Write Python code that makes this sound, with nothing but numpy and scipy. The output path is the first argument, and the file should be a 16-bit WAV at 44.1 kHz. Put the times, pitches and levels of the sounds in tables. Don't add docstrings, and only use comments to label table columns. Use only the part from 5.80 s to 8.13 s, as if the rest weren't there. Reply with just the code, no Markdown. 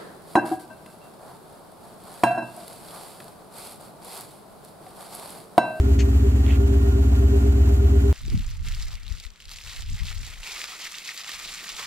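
import sys
import numpy as np
from scipy import signal
from scipy.fft import rfft, irfft, next_fast_len
from scipy.io import wavfile
from scipy.ndimage import uniform_filter1d

SR = 44100
rng = np.random.default_rng(int(sys.argv[2]) if len(sys.argv) > 2 else 0)


def to_wav(sig):
    pcm = np.clip(np.atleast_2d(sig), -1, 1) * 32767
    pcm = np.round(pcm).astype(np.int16)
    wavfile.write(sys.argv[1], SR, pcm.T)


N = 102664
T = np.arange(N) / SR
SIZE = next_fast_len(N + SR)
FREQS = np.maximum(np.arange(SIZE // 2 + 1) * SR / SIZE, 1e-3)

# time in seconds, cycles of eight firings per second.
SPEED = [(0, 8.26), (.15, 8.25), (.35, 8.205), (.65, 8.265), (1, 8.26), (1.2, 8.22), (1.45, 8.27),
         (1.7, 8.34), (1.95, 8.285), (2.33, 8.3)]
# lag down the pipe in ms, push into the silencer in dB,
# sharp edge into the tailpipe in dB.
CYLINDERS = [(8.7, -23, 0), (8.9, 3.7, 4.6), (10.6, 3.2, .4), (4.9, -1.5, 3.8), (9.5, 3.7, -12.5),
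             (10.3, -9.5, 5.2), (9, 6.9, -.5), (10.3, -13.6, -7.5)]
# frequency in Hz, left minus right in dB.
PORT_BALANCE = [(300, .2), (450, 1.5), (700, -4.5), (1300, -8), (1900, -1.5), (2400, -0.6), (8000, .1)]


def undb(db):
    return 10 ** (np.asarray(db) / 20)


def level(x, db):
    return x * undb(db) / np.sqrt(np.mean(x ** 2))


def curve(points, t):
    return np.interp(t, *np.array(points).T)


def across(points):
    hz, value = np.array(points).T
    return np.interp(np.log(FREQS), np.log(hz), value)


def through(x, response):
    return irfft(rfft(x, SIZE) * response, SIZE)[..., :N]


def resonances(table):
    response = 0
    for hz, width_hz, db, polarity in table:
        band_pass = 1 / (1 + 1j * (FREQS ** 2 - hz ** 2) / (FREQS * width_hz))
        response = response + np.sign(polarity) * undb(db) * band_pass ** 2
    return response


def walk(rate_hz):
    step = int(SR / rate_hz)
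    held = np.repeat(rng.standard_normal(N // step + 1), step)
    return level(uniform_filter1d(held, step)[:N], 0)


def pulses(times_s, sizes):
    out = np.zeros(SIZE)
    whole = np.floor(times_s * SR).astype(int)
    part = times_s * SR - whole
    np.add.at(out, whole % SIZE, sizes * (1 - part))
    np.add.at(out, (whole + 1) % SIZE, sizes * part)
    return out


def pan(db):
    return undb(np.array([[1], [-1]]) * db / 2)


def ports():
    # frequency in Hz, phase by which left leads in radians.
    port_phase = [(30, -.03), (70, -.045), (130, -.13), (270, -.38), (395, -1), (540, -1.9), (720, -2)]
    phase = np.exp(np.array([[.5j], [-.5j]]) * across(port_phase))
    return phase * pan(across(PORT_BALANCE))


def exhaust(t, turns):
    # frequency in Hz, width of one pass in Hz, peak gain in dB, polarity.
    silencer = [(46, 32, 14.5, -1), (67.8, 27.8, 37, 1), (79.63, 20.9, 41.5, -1), (113.66, 7, 31, 1),
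                (141.2, 39, 13.5, 1)]
    tailpipe = [(144.5, 11.7, 17, -1), (181.9, 3.4, 13.5, 1), (217.6, 26.3, 22, 1), (254.5, 3.1, 25, -1),
                (270.9, 9, 30.5, 1), (278.6, 38, 16.5, -1), (318, 17, 20, -1), (400.3, 30.5, 15.5, -1),
                (539, 14, 6.5, 1), (681, 54, 0.5, 1), (724.6, 35, 0, 1)]
    push_scatter_db, edge_scatter_db, jitter_ms = 0.9, 1.2, 0.14
    count = len(CYLINDERS)
    firing = np.arange(np.ceil(turns[0] * count), turns[-1] * count).astype(int)
    lag_ms, push_db, edge_db = np.array(CYLINDERS)[firing % count].T
    chance = rng.standard_normal((3, len(firing)))
    times_s = np.interp(firing / count, turns, t) + (lag_ms + jitter_ms * chance[0]) / 1000
    push = pulses(times_s, undb(push_db + push_scatter_db * chance[1]))
    edge = pulses(times_s, undb(edge_db + edge_scatter_db * chance[2]))
    throb = through(push, ports() * resonances(silencer))
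    burble = through(edge, ports() * resonances(tailpipe))
    return throb + burble


def pipe_ring(turns):
    # time in seconds, level relative to peak_db in dB, depth of the swell from 0 to 1.
    ring_level = [(0, 1.5, 0.8), (.2, 1, 1), (.28, 1, 0.5), (.35, -9.5, 0.8), (.45, 2.5, 1), (.6, -5.5, 1),
                  (0.721, -2, 1), (.83, 2, .6), (1.05, 1.5, .7), (1.119, 4.5, .95), (1.3, -8, 0.4),
                  (1.429, 1.5, 1), (1.55, 5.5, .95), (1.67, 3, 1), (1.801, -1, 0.8), (1.92, 0.5, 0.9),
                  (2.141, 3, 1), (2.3, 4.5, .95)]
    peak_db, waver_db, wander_rad = -25, 0.6, 0.28
    order, loudest_turn = 48, 0.76
    times_s, db, depth = np.array(ring_level).T
    dip = np.sin(np.pi * (turns - loudest_turn)) ** 2
    swell = 1 - np.clip(np.interp(T, times_s, depth), 0, 1) * dip
    tone = np.cos(2 * np.pi * order * turns + wander_rad * walk(25))
    gain = undb(peak_db + np.interp(T, times_s, db) + waver_db * walk(36))
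    return through(tone * swell * gain, ports())


def panels(turns):
    # frequency in Hz, width of one pass in Hz, relative gain in dB, loudest point of the cycle 0-1.
    panel_modes = [(694.5, 110, 4, .87), (1036, 39, -6.5, .4), (1416.5, 55, 0, 0.3), (2770, 25, -15, .2),
                   (3006, 54, -10, 0)]
    # time in seconds, level relative to buzz_db in dB.
    panel_level = [(0, 0.5), (.45, -2.5), (.72, 2), (1.6, 2), (2.33, 0)]
    buzz_db, flutter_db, throb_db = -47, 0.6, 4.5
    buzz = 0
    for hz, width_hz, db, loudest_turn in panel_modes:
        shake_db = throb_db * np.cos(2 * np.pi * (turns - loudest_turn)) + flutter_db * walk(25)
        ringing = through(rng.standard_normal(N), resonances([(hz, width_hz, db, 1)]))
        buzz = buzz + undb(shake_db) * ringing
    return through(level(buzz, buzz_db) * undb(curve(panel_level, T)), ports())


def belt(turns):
    # multiple of the cycle rate, mean peak level in dB.
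    whines = [(173.1, -63.5), (225.4, -62), (326.7, -79), (375.1, -72.5)]
    wander_rad, waver_db = 1, 4
    out = 0
    for order, db in whines:
        gain = undb(db + waver_db * walk(10))
        out = out + gain * np.cos(2 * np.pi * order * turns + wander_rad * walk(27))
    return out


def gas(turns):
    # frequency in Hz, relative density in dB per Hz.
    hiss_mid = [(30, -12.5), (46, 11.5), (70, 4.5), (150, 5), (400, 7.5), (500, -2.5), (720, -4),
                (950, -6.5), (1400, -9.5), (1700, -9), (2700, -13.5), (3700, -19.5), (5200, -20),
                (7700, -12.5), (8800, -48.5), (11200, -44.5), (12800, -15), (15500, -29)]
    hiss_side = [(30, -31.5), (150, -17), (400, 0), (500, 1), (720, 1), (1000, -4.5), (1400, -9),
                 (1900, -14.5), (2500, -8), (3700, -12.5), (4600, -14), (5500, -20), (7600, -12.5),
                 (9000, -14), (12900, -16), (13600, -22.5), (15500, -25)]
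    mid_db, side_db, puff_depth, flutter_db = -40.5, -40, 0.045, 1.0
    puff = 1 + puff_depth * np.cos(2 * np.pi * len(CYLINDERS) * turns)
    puff = puff * undb(flutter_db * walk(60))
    mid = level(through(puff * rng.standard_normal(N), undb(across(hiss_mid))), mid_db)
    side = level(through(puff * rng.standard_normal(N), undb(across(hiss_side))), side_db)
    return through(np.array([mid + side, mid - side]), pan(across(PORT_BALANCE)))


def valve(turns):
    tick_turn, hz, width_hz, decay_s, rms_db = 0.47, 1450, 500, 0.0026, -68
    since_s = (turns - tick_turn) % 1 / curve(SPEED, T)
    tick = np.exp(-since_s / decay_s) * rng.standard_normal(N)
    response = resonances([(hz, width_hz, 0, 1)]) * pan(across(PORT_BALANCE))
    return level(through(tick, response), rms_db)


def grit(x, treble_db):
    # frequency in Hz, relative density in dB per Hz.
    grit_body = [(700, -16), (1250, -10.5), (1500, -7.5), (2100, 3), (2700, 2.5), (3300, -1.5),
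                 (3800, -10.5), (8000, -61)]
    grit_treble = [(3000, -36), (3850, -8.5), (4400, 8), (4950, -6), (5250, 1.5), (5900, -0.5), (6450, 10),
                   (7500, -10.5), (8400, -1.5), (9000, -37), (15000, -48)]
    base_treble_db = -4
    body = level(undb(across(grit_body)), 0)
    treble = level(undb(across(grit_treble)), 0)
    return through(x, body + undb(base_treble_db + treble_db) * treble)


def shoe():
    # start, attack, hold and release in seconds, grain rms before swell and colour in dB,
    # left minus right in dB, relative treble in dB.
    scuffs = [(0.186, 0.0054, 0.017, 0.028, -39.5, 7.5, 1),
              (0.632, 0.078, 0.017, 0.057, -43.5, -9.5, -16.5)]
    # start in seconds, level before colour in dB,
    # left minus right in dB, relative treble in dB.
    cracks = [(0.193, -23, 4.5, -7.5), (0.2038, -27, 0.5, -3.5), (.207, -28, 8, 6),
              (0.6648, -31.5, -3, -14), (0.6964, -36, 0.5, -17), (0.7087, -29.5, -1.5, -12.5),
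              (.7125, -27.5, 2, -25), (0.724, -28.5, 0.5, -27.5), (2.048, -38, 1, -5)]
    grains_per_s, grain_spread_db, swell_power, catch_db, crack_decay_s = 12000, -0.5, 0.9, 1.5, 0.00049
    out = np.zeros((2, N))
    for start_s, attack_s, hold_s, release_s, db, pan_db, treble_db in scuffs:
        grains = (rng.random(N) < grains_per_s / SR) * rng.standard_normal(N)
        grains = grains * undb(grain_spread_db * np.minimum(rng.exponential(size=N), 4))
        corners_s = np.cumsum([start_s, attack_s, hold_s, release_s])
        swell = np.interp(T, corners_s, [0, 1, 1, 0]) ** swell_power
        swell = swell * undb(catch_db * walk(200))
        out += pan(pan_db) * grit(level(grains, db) * swell, treble_db)
    for start_s, db, pan_db, treble_db in cracks:
        decay = (T >= start_s) * np.exp(-np.abs(T - start_s) / crack_decay_s)
        snap = decay * rng.standard_normal(N)
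        out += pan(pan_db) * grit(undb(db) * snap, treble_db)
    return out


def scene():
    lead = int(0.5 * SR)
    t = np.arange(-lead, N) / SR
    turns = np.cumsum(curve(SPEED, t)) / SR
    turns = turns - turns[lead]
    heard = turns[lead:]
    engine = exhaust(t, turns) + pipe_ring(heard) + panels(heard) + belt(heard)
    return engine + gas(heard) + valve(heard) + shoe()


def record(dry):
    top_hz, ripple_db, stop_db = 15800, 0.2, 80
    return signal.sosfilt(signal.ellip(8, ripple_db, stop_db, top_hz, fs=SR, output="sos"), dry)


dry = scene()
out = record(dry)
to_wav(out)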